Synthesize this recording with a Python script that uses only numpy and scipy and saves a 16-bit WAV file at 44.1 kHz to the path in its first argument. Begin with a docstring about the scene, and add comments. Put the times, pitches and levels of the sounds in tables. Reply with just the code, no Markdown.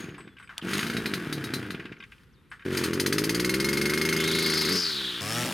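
"""A lawn, microphones close to a two-stroke petrol brush cutter. The engine runs down, a small bird calling
faintly behind it. The rope is pulled; the engine coughs and dies, and the bird calls in the lull. At 3 s
it catches, fires on every third turn and gathers speed, ringing its muffler and clutch drum. From 4.1 s
the cutting line spins up with a swish of eddies, then coasts. At 5.2 s we are abruptly with the machine
at work, every turn firing, and the line bites into the grass."""
import sys
import numpy as np
from scipy import signal
from scipy.fft import rfft, irfft
from scipy.io import wavfile
from scipy.ndimage import uniform_filter1d

SR = 44100
rng = np.random.default_rng(int(sys.argv[2]) if len(sys.argv) > 2 else 0)


def master_out(mix):
    """Clip the mix to full scale and print it as 16-bit PCM to the path in sys.argv[1]."""
    frames = np.transpose(np.atleast_2d(mix))
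    ceiling = np.clip(frames, -1, 1)
    pcm = np.round(ceiling * 32767).astype(np.int16)
    wavfile.write(sys.argv[1], SR, pcm)


N = 243873
T = np.arange(N) / SR

# the quiet of the garden: (frequency [Hz], relative level [dB])
GARDEN = [(15, -54), (25, -32), (43, 5), (149, 2.5), (317, -6), (503, -10), (600, -26), (840, -20.5),
          (1330, -13.5), (3340, -23.5), (7110, -37), (12500, -34), (16000, -56)]
# bird notes: (start [s], length [s], glide [s], from [Hz], to [Hz], level [dB])
BIRD_NOTES = [(0.247, 0.12, .11, 3600, 3380, -62), (.44, 0.04, .04, 5000, 4850, -66),
              (1.986, 0.035, 0.025, 6900, 4500, -59), (2.325, 0.09, .042, 6560, 3650, -63),
              (2.43, .06, .06, 3980, 3930, -74)]
# left microphone over right: (frequency [Hz], level [dB])
LEFT_BIAS = [(300, 0), (1200, -.5), (4000, 1.6), (8000, 1), (14000, 3.8)]

# the rope running out or winding back: (start [s], end [s], whirr [dB], spool song, relative [dB])
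ROPE_RUNS = [(-.1, -0.019, -32.5, -48.5), (0.676, 0.827, -27, -56), (2.01, 2.222, -56.5, -106),
             (2.707, 2.862, -29, -59)]
# starter pawls: (time [s], relative level [dB], t60 [s], pitch [Hz], cover clink offset [dB])
PAWL_CLACKS = [(0.179, -40.5, 0.24, 1140, -15), (0.384, -46, 0.084, 2250, -6),
               (0.396, -41, 0.27, 1470, -19), (0.426, -51.5, 0.25, 2120, 6.5), (0.441, -48, 0.12, 1600, -8),
               (0.474, -47.5, 0.074, 2420, -5), (0.492, -40, 0.54, 1360, -2), (0.567, -49, 0.14, 1500, -10),
               (0.574, -51, 0.08, 3000, -12), (0.588, -37.5, 0.11, 1150, -15),
               (0.613, -39.5, 0.25, 2980, -18), (1.966, -48, 0.07, 2100, -10), (2.025, -48, 0.056, 3260, 9),
               (2.036, -39.5, 0.096, 2240, -19), (2.18, -55, 0.06, 2480, -12),
               (2.514, -36.5, 0.32, 1530, -8.5), (2.594, -48, 0.59, 1830, -2), (2.622, -51, 0.1, 2100, 3)]
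# jingles of the recoil spring; snaps of the starter and of stalks: (time [s], relative level [dB])
JINGLES = [(0.18, -61), (0.388, -69), (0.426, -69.5), (2.501, -67), (2.519, -69)]
SNAPS = [(0.58, -27), (0.781, -25.5), (5.42, -34), (5.461, -28), (5.5244, -28)]
# the last piston knock of each run-down: (time [s], crank speed [turns/s], relative level [dB])
LAST_KNOCKS = [(0.367, 9.24, -49.5), (2.119, 6.36, -44.5)]

# the spinning line's swish: (time [s], centre [Hz])
SWISH_PITCH = [(4.1, 2450), (4.33, 3915), (4.42, 4256), (4.55, 4627), (4.66, 4214), (4.78, 5080),
               (5.0, 3760), (5.212, 3250)]
# the exhaust at work in the grass: (time [s], note [dB], rasp, relative [dB])
WORK_LEVELS = [(5.208, -38.5, -37), (5.33, -35, -32), (5.43, -29, -31.5), (5.53, -39, -37)]
# its note: (multiple of the crank speed, relative level [dB])
EXHAUST_HARMONICS = [(1, 0), (2, -3), (3, -13), (4, -8), (5, -7), (6, -8), (7, -7), (8, -19), (9, -16),
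                     (10, -12), (11, -4), (12, -13), (13, -16), (14, -15), (15, -9), (16, -9), (17, -15),
                     (18, -16)]

# the crank, one curve for each of three runs, then at work: (time [s], speed [turns/s])
RUN_SPEEDS = [
    [(-.1, 40), (.1, 19.3), (.4, 8)],
    [(.62, 41.4), (.68, 48.7), (.74, 49.7), (.93, 59.7), (1.1, 52.1), (1.3, 36.6), (1.36, 37.3),
     (1.5, 28.3), (1.57, 36), (1.65, 27.5), (1.745, 21), (2.15, 5.2)],
    [(2.65, 46), (2.8, 45.05), (2.89, 39.94), (2.99, 48.94), (3.09, 45.05), (3.14, 53.61), (3.22, 52.82),
     (3.534, 65.7), (3.59, 66.6), (3.67, 70.4), (3.85, 72.3), (4.05, 80.3), (4.2, 80.1), (4.35, 81.7),
     (4.54, 79.3), (4.68, 78.7), (4.73, 95.55), (5.0, 68), (5.21, 55)],
]
WORK_SPEED = [(5.21, 96), (5.32, 113), (5.41, 123), (5.53, 121)]
# the two tries that die, relative levels: (intake [dB], rattle [dB])
FAILED_TRIES = [(-27.5, -35), (-26, -31.5)]
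# intake on the run that catches, falling as the throttle shuts: (time [s], relative level [dB])
WARM_INTAKE = [(2.651, -35), (2.68, -33), (3.2, -31.5), (4.3, -32.5), (4.62, -35.5), (4.75, -31),
               (4.82, -45), (5.21, -48)]
# the gulps of one cold turn: (lead on the main gulp [turns], relative level [dB])
COLD_GULPS = [(0, 0), (.25, -7.5), (.47, -8), (.72, -9.5)]
# the warm engine's smaller gulp: (crank speed [turns/s], lead on the main gulp [turns])
EARLY_GULP = [(45, .378), (54, .35), (62, .355), (71, .38), (81, .405)]
# stray firings before it catches: (time [s], crack, relative [dB], puff, relative [dB])
COUGHS = [(0.7328, -13, -36.5), (0.7916, -11.5, -40.5), (0.831, -17.5, -44), (0.8662, -18, -42.5),
          (0.899, -14.5, -42.5), (0.935, -22.5, -46), (0.967, -12, -41.5), (1.058, -11, -39.5),
          (1.1365, -10.5, -37), (1.3258, -17, -38), (1.4392, -23, -40.5), (1.5363, -17, -35),
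          (1.705, -18, -46), (2.771, -26, -34.5), (2.837, -16, -33.5), (2.932, -16.5, -39)]

# spectra of the machine and the thrashed grass, heard close: (frequency [Hz], relative level [dB])
AIRBOX_COLD = [(30, -85), (55, -12), (90, -5), (140, 2), (210, 4), (310, 3.5), (400, -2.5), (490, -5.5),
               (580, -22), (680, -13), (900, -26.5), (1800, -107)]
AIRBOX_WARM = [(30, -61), (50, -15), (70, -4.5), (120, -5), (160, 0), (220, 5.5), (280, 4.5), (350, 3),
               (410, 3.5), (480, -2), (560, -13.5), (700, -30.5), (1800, -75)]
CASING = [(40, -94), (300, -11.5), (700, -9), (1100, 1.5), (1550, 7.5), (2000, 3), (2600, 0.5), (3600, -9),
          (5000, -12), (7500, -33.5), (15000, -53)]
HISS = [(100, -77), (1500, -22), (3000, 9), (4500, 4), (6300, 1), (7300, -3.5), (9000, 0), (12000, -3),
        (16000, -13)]
MUFFLER = [(40, -5), (400, -43), (900, 5.5), (1400, 2.5), (2000, 10), (2600, 1.5), (3500, 2.5), (4300, 5),
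           (5400, 7), (6400, 5), (7400, -1.5), (9000, 2), (12000, 3), (16000, -10)]
CRACK = [(40, -66), (300, -25), (700, -40), (1300, 16.5), (2500, 16.5), (4200, 10), (7000, -17),
         (15000, -33)]
SNAP = [(60, -34), (400, -5), (1200, -3), (3000, 4.5), (5000, -1.5), (7500, -4.5), (11000, -2),
        (16000, -22)]
RASP = [(30, -55), (100, -14), (260, -2), (450, -13), (900, -13), (1350, -5), (1550, -4), (2650, -3.5),
        (4670, -8), (5430, -7), (6200, -12), (10900, -13.5), (16000, -26)]
GRASS = [(40, -28), (130, 7), (270, 5), (400, -4), (650, -1.5), (1350, -9.5), (2400, -19), (4000, -14),
         (12000, -25)]

# recoil spring, starter cover and clutch drum: (frequency [Hz], relative level [dB], t60 [s])
SPRING_MODES = [(7750, -3, .25), (8030, 0, .3), (8330, -1, .25), (8700, -4, .2), (9850, -5, .1),
                (10800, -2, .12)]
COVER_MODES = [(1120, -7, .06), (1420, -5, .07), (1590, 0, .09), (2080, -6, .05), (2480, -6, .04),
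               (3050, -9, .04), (3700, -9, .04)]
DRUM_MODES = [(2146, 0, .11), (2120, -10, .06), (4280, -15, .08)]
# the muffler's chambers, its lower ring when cold, its warm gas: columns as above
CHAMBER_MODES = [(2610, -6, .07), (4210, -2, .11), (4590, -4, .08), (4682, -1, .1), (4941, -3, .09),
                 (5040, -5, .08), (5258, -4, .08), (5570, -7, .08), (6052, -8, .08), (6350, -5, .09),
                 (6757, -8, .08), (9044, -10, .08)]
COLD_MODES = [(3208, -10, .12), (3790, -1, .14), (4095, 0, .15), (4330, -5, .13), (4730, -3, .13)]
GAS_MODES = [(3240, -7, .08), (4215, -2, .08)]
# the muffler's thin plates: (frequency [Hz], relative level [dB])
PLATE_MODES = [(6412, -51.5), (6788, -64), (8290, -59), (8796, -59), (9044, -78), (9356, -53.5),
               (10099, -58), (10907, -60.5), (11440, -59), (11703, -62), (12263, -65), (12796, -58),
               (12893, -67)]

WARM_START_S, WARM_END_S = RUN_SPEEDS[-1][0][0], RUN_SPEEDS[-1][-1][0]
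CAUGHT_S, MISFIRE_S, THROTTLE_SHUT_S = 2.9979, 3.57, 4.77


def amp(db):
    """Decibels to gain."""
    return 10 ** (np.asarray(db) / 20)


def unit_rms(x):
    """Scales to an rms of one."""
    return x / np.sqrt(np.mean(x ** 2) + 1e-20)


def spectrum_at(points, hz):
    """Reads a spectrum on a log-frequency axis."""
    f, db = np.transpose(points)
    return np.interp(np.log(hz + 1), np.log(f + 1), db)


def during(start, end):
    """One between two times, silent outside."""
    return uniform_filter1d(1. * (T >= start) * (T <= end), size=90)


def fader(times, db):
    """A gain curve that is silent outside its own span."""
    return amp(np.interp(T, times, db)) * during(times[0], times[-1])


def ramp(start, rise_s):
    """Climbs from zero to one and stays there."""
    return np.clip((T - start) / rise_s, 0, 1)


def add(mix, s, sound):
    """Mixes a sound in at time s."""
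    part = mix[max(round(s * SR), 0):][:len(sound)]
    part += sound[:len(part)]


def colour(x, points, size=8192):
    """Causal filter of unit energy with the given spectrum."""
    log_gain = np.log(amp(spectrum_at(points, abs(np.fft.fftfreq(size, 1 / SR)))))
    taps = np.fft.ifft(np.exp(np.conj(signal.hilbert(log_gain)))).real[:size // 2]
    return signal.oaconvolve(x, taps / np.linalg.norm(taps))[:N]


def resonate(x, hz, width_hz, stages=1):
    """A resonance that follows the curve hz; more stages steepen its skirts."""
    carrier = np.exp(2j * np.pi * np.cumsum(hz * np.ones(N)) / SR)
    pole = np.exp(-np.pi * width_hz / SR)
    for _ in range(stages):
        x = 2 * (carrier * signal.lfilter([1 - pole], [1, -pole], x / carrier + 1e-18)).real
    return x


def noise():
    """White noise."""
    return rng.standard_normal(N)


def waver(size):
    """Random drift with an rms of one, smoothed over size samples."""
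    return unit_rms(uniform_filter1d(noise(), size=size))


def grains(per_s, spread_db, cap):
    """Sparse random clicks, some boosted by up to cap times spread_db."""
    clicks = noise() * amp(spread_db * np.minimum(rng.exponential(1, N), cap))
    return clicks * (rng.random(N) < per_s / SR)


def ticks(turns, spread_db):
    """One impulse a turn, of uneven size, scaled so that speeding up adds no power."""
    step = np.diff(turns)
    at = np.flatnonzero(np.diff(np.floor(turns)) > 0)
    out = np.zeros(N)
    out[at] = amp(spread_db * rng.standard_normal(len(at))) / np.sqrt(np.maximum(step[at], 10 / SR))
    return out


def ring(modes, spread_db, tuning=1, size=9000):
    """Dying modes; every blow excites them a little differently."""
    t = np.arange(size) / SR
    out = np.zeros(size)
    for hz, db, t60 in modes:
        decay = amp(db + spread_db * rng.standard_normal() - 60 * t / t60)
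        out += decay * np.sin(2 * np.pi * (hz * tuning * t + rng.random()))
    return out * (1 - np.exp(-t / .0008))


def burst(t60, rise_s, size=9000):
    """A puff of noise that dies away."""
    t = np.arange(size) / SR
    return rng.standard_normal(size) * amp(-60 * t / t60) * (1 - np.exp(-t / rise_s))


def garden(db):
    """The place itself: a steady low rumble with a little hiss."""
    return amp(db) * colour(noise(), GARDEN)


def ground_scatter(x, t60=.063, size=9000):
    """Short, thin reflections reaching one microphone from the ground and nearby things."""
    t = np.arange(size) / SR
    taps = rng.standard_normal(size) * (rng.random(size) < 3000 / SR) * amp(-60 * t / t60)
    echoes = signal.oaconvolve(x, taps / np.linalg.norm(taps))[:N]
    return colour(echoes, [(300, -12), (800, -1), (4000, 2), (14000, .5)])


def bird(waver_share=.014, hold_db=-7):
    """Faint, wavering whistles in the background that slur down and soften towards their last pitch."""
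    out = np.zeros(N)
    for s, length, glide, from_hz, to_hz, db in BIRD_NOTES:
        t = np.arange(round(length * SR)) / SR
        falling = np.maximum(1 - t / glide, 0) ** 1.5
        hz = (to_hz + (from_hz - to_hz) * falling) * (1 + waver_share * waver(60)[:len(t)])
        shape = np.sqrt(np.sin(np.pi * t / length)) * amp(hold_db * np.minimum(t / glide, 1))
        add(out, s, amp(db) * shape * np.sin(2 * np.pi * np.cumsum(hz) / SR))
    return out


def rope(rise_s=.044, fade_db_per_s=188):
    """Each run of the starter rope swells, holds and fades: gains of its whirr and of the spool's song."""
    whirr, song = np.zeros((2, N))
    for start, end, whirr_db, song_db in ROPE_RUNS:
        shape = ramp(start, rise_s) ** .5 * amp(-fade_db_per_s * np.maximum(T - end, 0))
        whirr += amp(whirr_db) * shape
        song += amp(song_db) * shape
    return whirr, song


def recoil(song_gain, spool_hz=6610):
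    """The recoil spring jingles and the spool sings thinly."""
    jingles = np.zeros(N)
    for s, db in JINGLES:
        add(jingles, s, amp(db) * ring(SPRING_MODES, spread_db=3))
    song = unit_rms(resonate(noise(), spool_hz, width_hz=110, stages=2))
    return jingles + amp(4.5) * song_gain * song


def piston_knocks(count=6, friction=37.5, db_per_octave=4.5):
    """One knock a turn as friction [turns/s^2] stops the crank: (time [s], relative level [dB])."""
    rows = []
    for last_s, last_speed, db in LAST_KNOCKS:
        for speed in np.sqrt(last_speed ** 2 + 2 * friction * np.arange(count)):
            s = last_s - (speed - last_speed) / friction
            rows.append((s, db + db_per_octave * np.log2(speed / last_speed)))
    return rows


def casing_blows(knock_hz=2350, knock_t60=.13, scrape_s=.0016, band_hz=900):
    """Pawls and piston scrape and knock on the casing, each at its own pitch, and the cover clinks."""
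    knocks, edges, clinks = np.zeros((3, N))
    blows = [(*clack, -26) for clack in PAWL_CLACKS]
    for s, db in piston_knocks():
        blows.append((s, db, knock_t60, knock_hz * (1 + .08 * rng.standard_normal()), -5, -29))
    for s, db, t60, hz, clink_db, edge_db in blows:
        add(knocks, s, amp(db - 11) * burst(t60 / 2, scrape_s))
        peak = signal.iirpeak(hz, hz / band_hz, fs=SR)
        band = signal.lfilter(*peak, signal.lfilter(*peak, burst(t60 / 2, scrape_s)))
        add(clinks, s, amp(db + 1) * band / band[:400].std() / 2)
        add(clinks, s, amp(db + clink_db) * ring(COVER_MODES, spread_db=3))
        add(edges, s, amp(db + edge_db) * burst(t60, scrape_s))
    return clinks + colour(knocks, CASING) + colour(edges, HISS)


def snaps():
    """Short, bright snaps of the starter and, later, of stalks in the line."""
    out = np.zeros(N)
    for s, db in SNAPS:
        add(out, s, amp(db + 2.5) * burst(t60=.014, rise_s=.00022))
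    return colour(out, SNAP)


def cutting_line(hz_per_pass=33, swing_share=.055, whip_share=.045, gust_db=.9, db_per_octave=13.5):
    """The line sheds gusty eddies, higher and louder with speed; each end rises as it swings closer."""
    times, hz = np.transpose(SWISH_PITCH)
    pitch = np.interp(T, times, hz)
    swing = 2 * np.pi * np.cumsum(pitch / hz_per_pass) / SR
    centre = pitch * (1 + swing_share * np.sin(swing) + whip_share * waver(150))
    eddies = resonate(noise(), centre, width_hz=1000, stages=2)
    eddies *= amp(gust_db * waver(250)) * (1 + .081 * np.cos(swing))
    gain = amp(-31.5 + db_per_octave * np.log2(pitch / 4000))
    gain *= during(times[0], times[-1]) * ramp(times[0], rise_s=.1)
    return gain * (unit_rms(eddies) + amp(-14) * colour(noise(), HISS))


def loaded_for(s):
    """Seconds since the cutting line began to spin."""
    return np.maximum(s - SWISH_PITCH[0][0], 0)


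def thrashed_grass(bite):
    """The line strikes a dense patter of stalks."""
    stalks = grains(per_s=2500, spread_db=3, cap=4)
    return amp(-33.5) * bite * unit_rms(colour(stalks, GRASS))


def engine_at_work(bite, flutter_share=.003, uneven_db=1.2, bite_loss=.6):
    """Every turn fires: exhaust note, puffing rasp and line hum; note and hum sink as the line bites."""
    times, note_db, rasp_db = np.transpose(WORK_LEVELS)
    speed = np.interp(T, *np.transpose(WORK_SPEED))
    flutter = flutter_share * (1 + 5 * bite) * waver(900)
    turns = np.cumsum(speed * (1 + flutter)) / SR
    note = sum(amp(db) * np.sin(2 * np.pi * (k * turns + rng.random())) for k, db in EXHAUST_HARMONICS)
    note = unit_rms(note) * amp(uneven_db * waver(400))
    line_phase = 2 * np.pi * 1.4 * turns  # 1.4 line ends pass for each turn of the crank
    hum = amp(-5) * np.sin(line_phase) + amp(-10) * np.sin(2 * line_phase)
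    blast = unit_rms(noise() * (.45 + np.sin(np.pi * (turns % 1) ** .6) ** 4))
    heat = (speed / 114) ** .39  # the pipe's resonances rise as the gas gets hotter
    pipe = resonate(blast, 5350 * heat, width_hz=210) + .19 * resonate(blast, 8150 * heat, width_hz=230)
    rasp = colour(blast, RASP) + 3.5 * (1 - bite) * pipe
    tone = (1 - bite_loss * bite) * (note + hum)
    return fader(times, note_db) * tone + fader(times, rasp_db - .8) * rasp


def speed_at(s):
    """Crank speed [turns/s] during the three starting runs."""
    return np.interp(s, *np.concatenate(RUN_SPEEDS).T)


def crank():
    """Crank angle [turns], eased so that coughs and knocks fall near whole turns."""
    turns = np.cumsum(speed_at(T)) / SR
    beats = np.sort([row[0] for row in COUGHS + piston_knocks()] + [CAUGHT_S])
    slip = np.interp(T, beats, np.unwrap(np.interp(beats, T, turns), period=1))
    return turns - uniform_filter1d(slip, size=7000)  # the flywheel smooths it


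def stall_gain():
    """A slow crank goes quiet: 27 dB down at 10 turns a second."""
    return amp(-27 * (10 / speed_at(T)) ** 1.67)


def failed_tries(swell_s=.031):
    """Each cold try swells, then fades as the crank slows: gains of its intake and of its rattle."""
    intake, shake = np.zeros((2, N))
    for curve, (intake_db, rattle_db) in zip(RUN_SPEEDS, FAILED_TRIES):
        start, end = curve[0][0], curve[-1][0]
        turning = during(start, end) * stall_gain() * ramp(start, swell_s) ** .5
        intake += amp(intake_db) * turning
        shake += amp(rattle_db) * turning
    return intake, shake


def throb(turns):
    """A gain that jumps once a turn and sinks back."""
    return unit_rms(.64 + np.exp(-(turns % 1) / .1))


def piston_slap(turns, cold_shake, lag_turns=.62, hz=1590):
    """The cold piston slaps once a turn, after the firing point."""
    slaps = resonate(ticks(turns - lag_turns, spread_db=2), hz, width_hz=240, stages=2)
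    return amp(-14.5) * cold_shake * unit_rms(slaps)


def rattle(turns, cold_shake, whirr, db_per_octave=7, coast_db=-3):
    """Gritty casing, chattering cover and hiss throb with the crank and swell with speed and the rope."""
    grit = unit_rms(grains(per_s=4000, spread_db=1, cap=3))
    casing = amp(-7.5) * colour(grit * throb(turns), CASING)
    chatter = amp(-21) * unit_rms(signal.oaconvolve(casing, ring(COVER_MODES, spread_db=0))[:N])
    hiss = colour(noise() * throb(turns), HISS)
    warm_db = -33.5 + db_per_octave * np.log2(speed_at(T) / 50) + coast_db * (T > THROTTLE_SHUT_S)
    shake = cold_shake + during(WARM_START_S, WARM_END_S) * amp(warm_db)
    hiss_gain = np.hypot(amp(-15) * shake * stall_gain(), amp(-13) * whirr)
    return np.hypot(shake, whirr) * (casing + chatter) + hiss_gain * hiss


def choke_air(turns, cold_gain, warm_gain):
    """Air tumbles past the choke, throbbing with the crank."""
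    churn = colour(noise() * throb(turns), AIRBOX_COLD)
    return (amp(-11) * cold_gain + amp(-8.5) * warm_gain) * churn


def kick(fired_s, fade_s=.015):
    """Jumps to one at each firing and fades."""
    since = T - fired_s[np.maximum(np.searchsorted(fired_s, T) - 1, 0)]
    return np.exp(-abs(since) / fade_s) * (since > 0)


def gulps(turns, fired_s, pattern, thump, spread_db, echo_db, kick_turns, echo_s=.0042):
    """The piston pumps the same few gulps every turn; each bounces once in the duct."""
    speed = np.maximum(np.gradient(turns) * SR, 40)
    drift = unit_rms(uniform_filter1d(waver(700), size=500))
    stumble = .004 * (50 / speed) ** 3 * drift  # a slow flywheel runs unevenly
    angle = np.interp(T + .003, T, turns) + kick_turns * kick(fired_s) + stumble
    pulses = sum(amp(db) * ticks(angle + lead, spread_db) for lead, db in pattern)
    pulses *= 1 + thump * kick(fired_s - .004) ** 2  # a firing swells the gulp under it
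    return pulses - amp(echo_db) * np.interp(T - echo_s, T, pulses)


def air_box(turns, fired_s, cold_gain, warm_gain):
    """The gulps boom through the air box, ragged when cold and steadier on the run that catches."""
    cold = gulps(turns, fired_s, COLD_GULPS, thump=.45, spread_db=2.5, echo_db=-12.5, kick_turns=.06)
    lead = np.interp(speed_at(T), *np.transpose(EARLY_GULP))
    warm = gulps(turns, fired_s, [(0, 0), (lead, -6)], thump=0, spread_db=.74, echo_db=-9, kick_turns=.125)
    return (amp(2) * warm_gain * colour(warm, AIRBOX_WARM)
            - amp(-9.5) * cold_gain * colour(cold, AIRBOX_COLD))


def ignition(turns, turns_per_firing=3, db_per_octave=-5, soften_db_per_s=4):
    """The coughs, then regular firings, weaker as the charge has less time to fill: rows as in COUGHS."""
    counted = turns - np.round(np.interp(CAUGHT_S, T, turns))
    counted -= T > MISFIRE_S  # one misfire puts the beat back by a turn
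    s = T[1:][np.diff(np.floor(counted / turns_per_firing)) > 0]
    s = s[(s > CAUGHT_S - .01) & (s < THROTTLE_SHUT_S)]
    puff_luck, crack_luck = rng.standard_normal((len(s), 2)).T
    puff_db = -32.5 + db_per_octave * np.log2(speed_at(s) / 50) + .6 * puff_luck
    crack_db = puff_db + 21.5 + 1.5 * crack_luck - soften_db_per_s * loaded_for(s)
    return np.vstack([COUGHS, np.c_[s, crack_db, puff_db]])


def clutch_drum(s, slip_speed=76.8, slip_width=6.4, grip_db_per_s=9):
    """The drum rings most while its shoes slip, near slip_speed [turns/s], and less under load."""
    off_slip = (speed_at(s) - slip_speed) / slip_width
    return amp(13 - off_slip ** 2 - grip_db_per_s * loaded_for(s)) * ring(DRUM_MODES, spread_db=.43)


def muffler_ring(s, cold, heat_spread=.006, flat_share=.05, warming_s=.3, plate_t60=.09):
    """One firing rings the muffler's chambers and thin plates, pitched by the heat of the gas."""
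    heat = 1 + heat_spread * rng.standard_normal()
    cold_db = -5 * cold
    chambers = amp(1 + cold_db) * ring(CHAMBER_MODES, spread_db=4, tuning=heat)
    if cold:
        chambers += ring(COLD_MODES, spread_db=3, tuning=heat)
    else:
        flat = flat_share * np.exp(-max(s - CAUGHT_S, 0) / warming_s)
        chambers += amp(1) * ring(GAS_MODES, spread_db=3, tuning=heat * (1 - flat))
    plates = ring([(hz, db, plate_t60) for hz, db in PLATE_MODES], spread_db=5, tuning=np.sqrt(heat))
    return chambers, amp(-4 + cold_db) * plates / plates[:200].std()


def exhaust(firings, cold_air_db=-2.5):
    """Each firing cracks as the port opens, blows a puff through the muffler and rings the metal."""
    cracks, puffs, metal = np.zeros((3, N))
    baffle_hz = np.linspace(1000, 15000, 48) + rng.uniform(-130, 130, 48)
    baffles = ring([(hz, 0, .075) for hz in baffle_hz], spread_db=4)  # the same on every firing
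    baffles /= baffles[:200].std()
    pressure_step = np.r_[-1, np.zeros(14), .5]
    for s, crack_db, puff_db in firings:
        cold = s < WARM_START_S
        add(cracks, s + .0008, amp(crack_db + 5.5) * pressure_step)
        add(cracks, s + .0008, amp(crack_db - 14) * burst(t60=.035, rise_s=.001))
        add(puffs, s, amp(puff_db + 4.5 + cold * cold_air_db) * burst(t60=.14, rise_s=.0014))
        add(puffs, s + .001, amp(puff_db - 7) * baffles)
        chambers, plates = muffler_ring(s, cold)
        add(metal, s + .001, amp(puff_db) * chambers)
        add(metal, s + .00077, amp(puff_db) * plates)
        add(metal, s + .000962, amp(puff_db) * clutch_drum(s))
    return colour(cracks, CRACK) + colour(puffs, MUFFLER) + metal


def starting_engine(whirr):
    """Close up, two tries that die and one that catches, all timed by the one crank."""
    turns = crank()
    firings = ignition(turns)
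    cold_intake, cold_shake = failed_tries()
    warm_intake = fader(*np.transpose(WARM_INTAKE))
    boom = air_box(turns, firings[:, 0], cold_intake, warm_intake)
    clatter = piston_slap(turns, cold_shake) + rattle(turns, cold_shake, whirr)
    return boom + clatter + choke_air(turns, cold_intake, warm_intake) + exhaust(firings)


def scene():
    """The machine close and central; each microphone also gets its own scatter and garden air."""
    whirr, spool_song = rope()
    bite = ramp(5.405, rise_s=.035)  # the line meets the grass
    centre = starting_engine(whirr) + casing_blows() + recoil(spool_song) + snaps()
    centre += cutting_line() + engine_at_work(bite) + thrashed_grass(bite)
    centre += bird() + garden(db=-58.5)
    return np.array([centre + amp(-11.5) * ground_scatter(centre) + garden(db=-66.5) for mic in range(2)])


def record(dry, cutoff_hz=16300):
    """A stereo pair, the left microphone a little brighter, with the very top cut off."""
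    bias_db = spectrum_at(LEFT_BIAS, np.fft.rfftfreq(N, 1 / SR)) / 2
    heard = irfft(rfft(dry) * amp([bias_db, -bias_db]), N)
    lowpass = signal.firwin(511, cutoff_hz, window=("kaiser", 9), fs=SR)
    return signal.oaconvolve(heard, lowpass[None], "same")


dry = scene()
out = record(dry)
master_out(out)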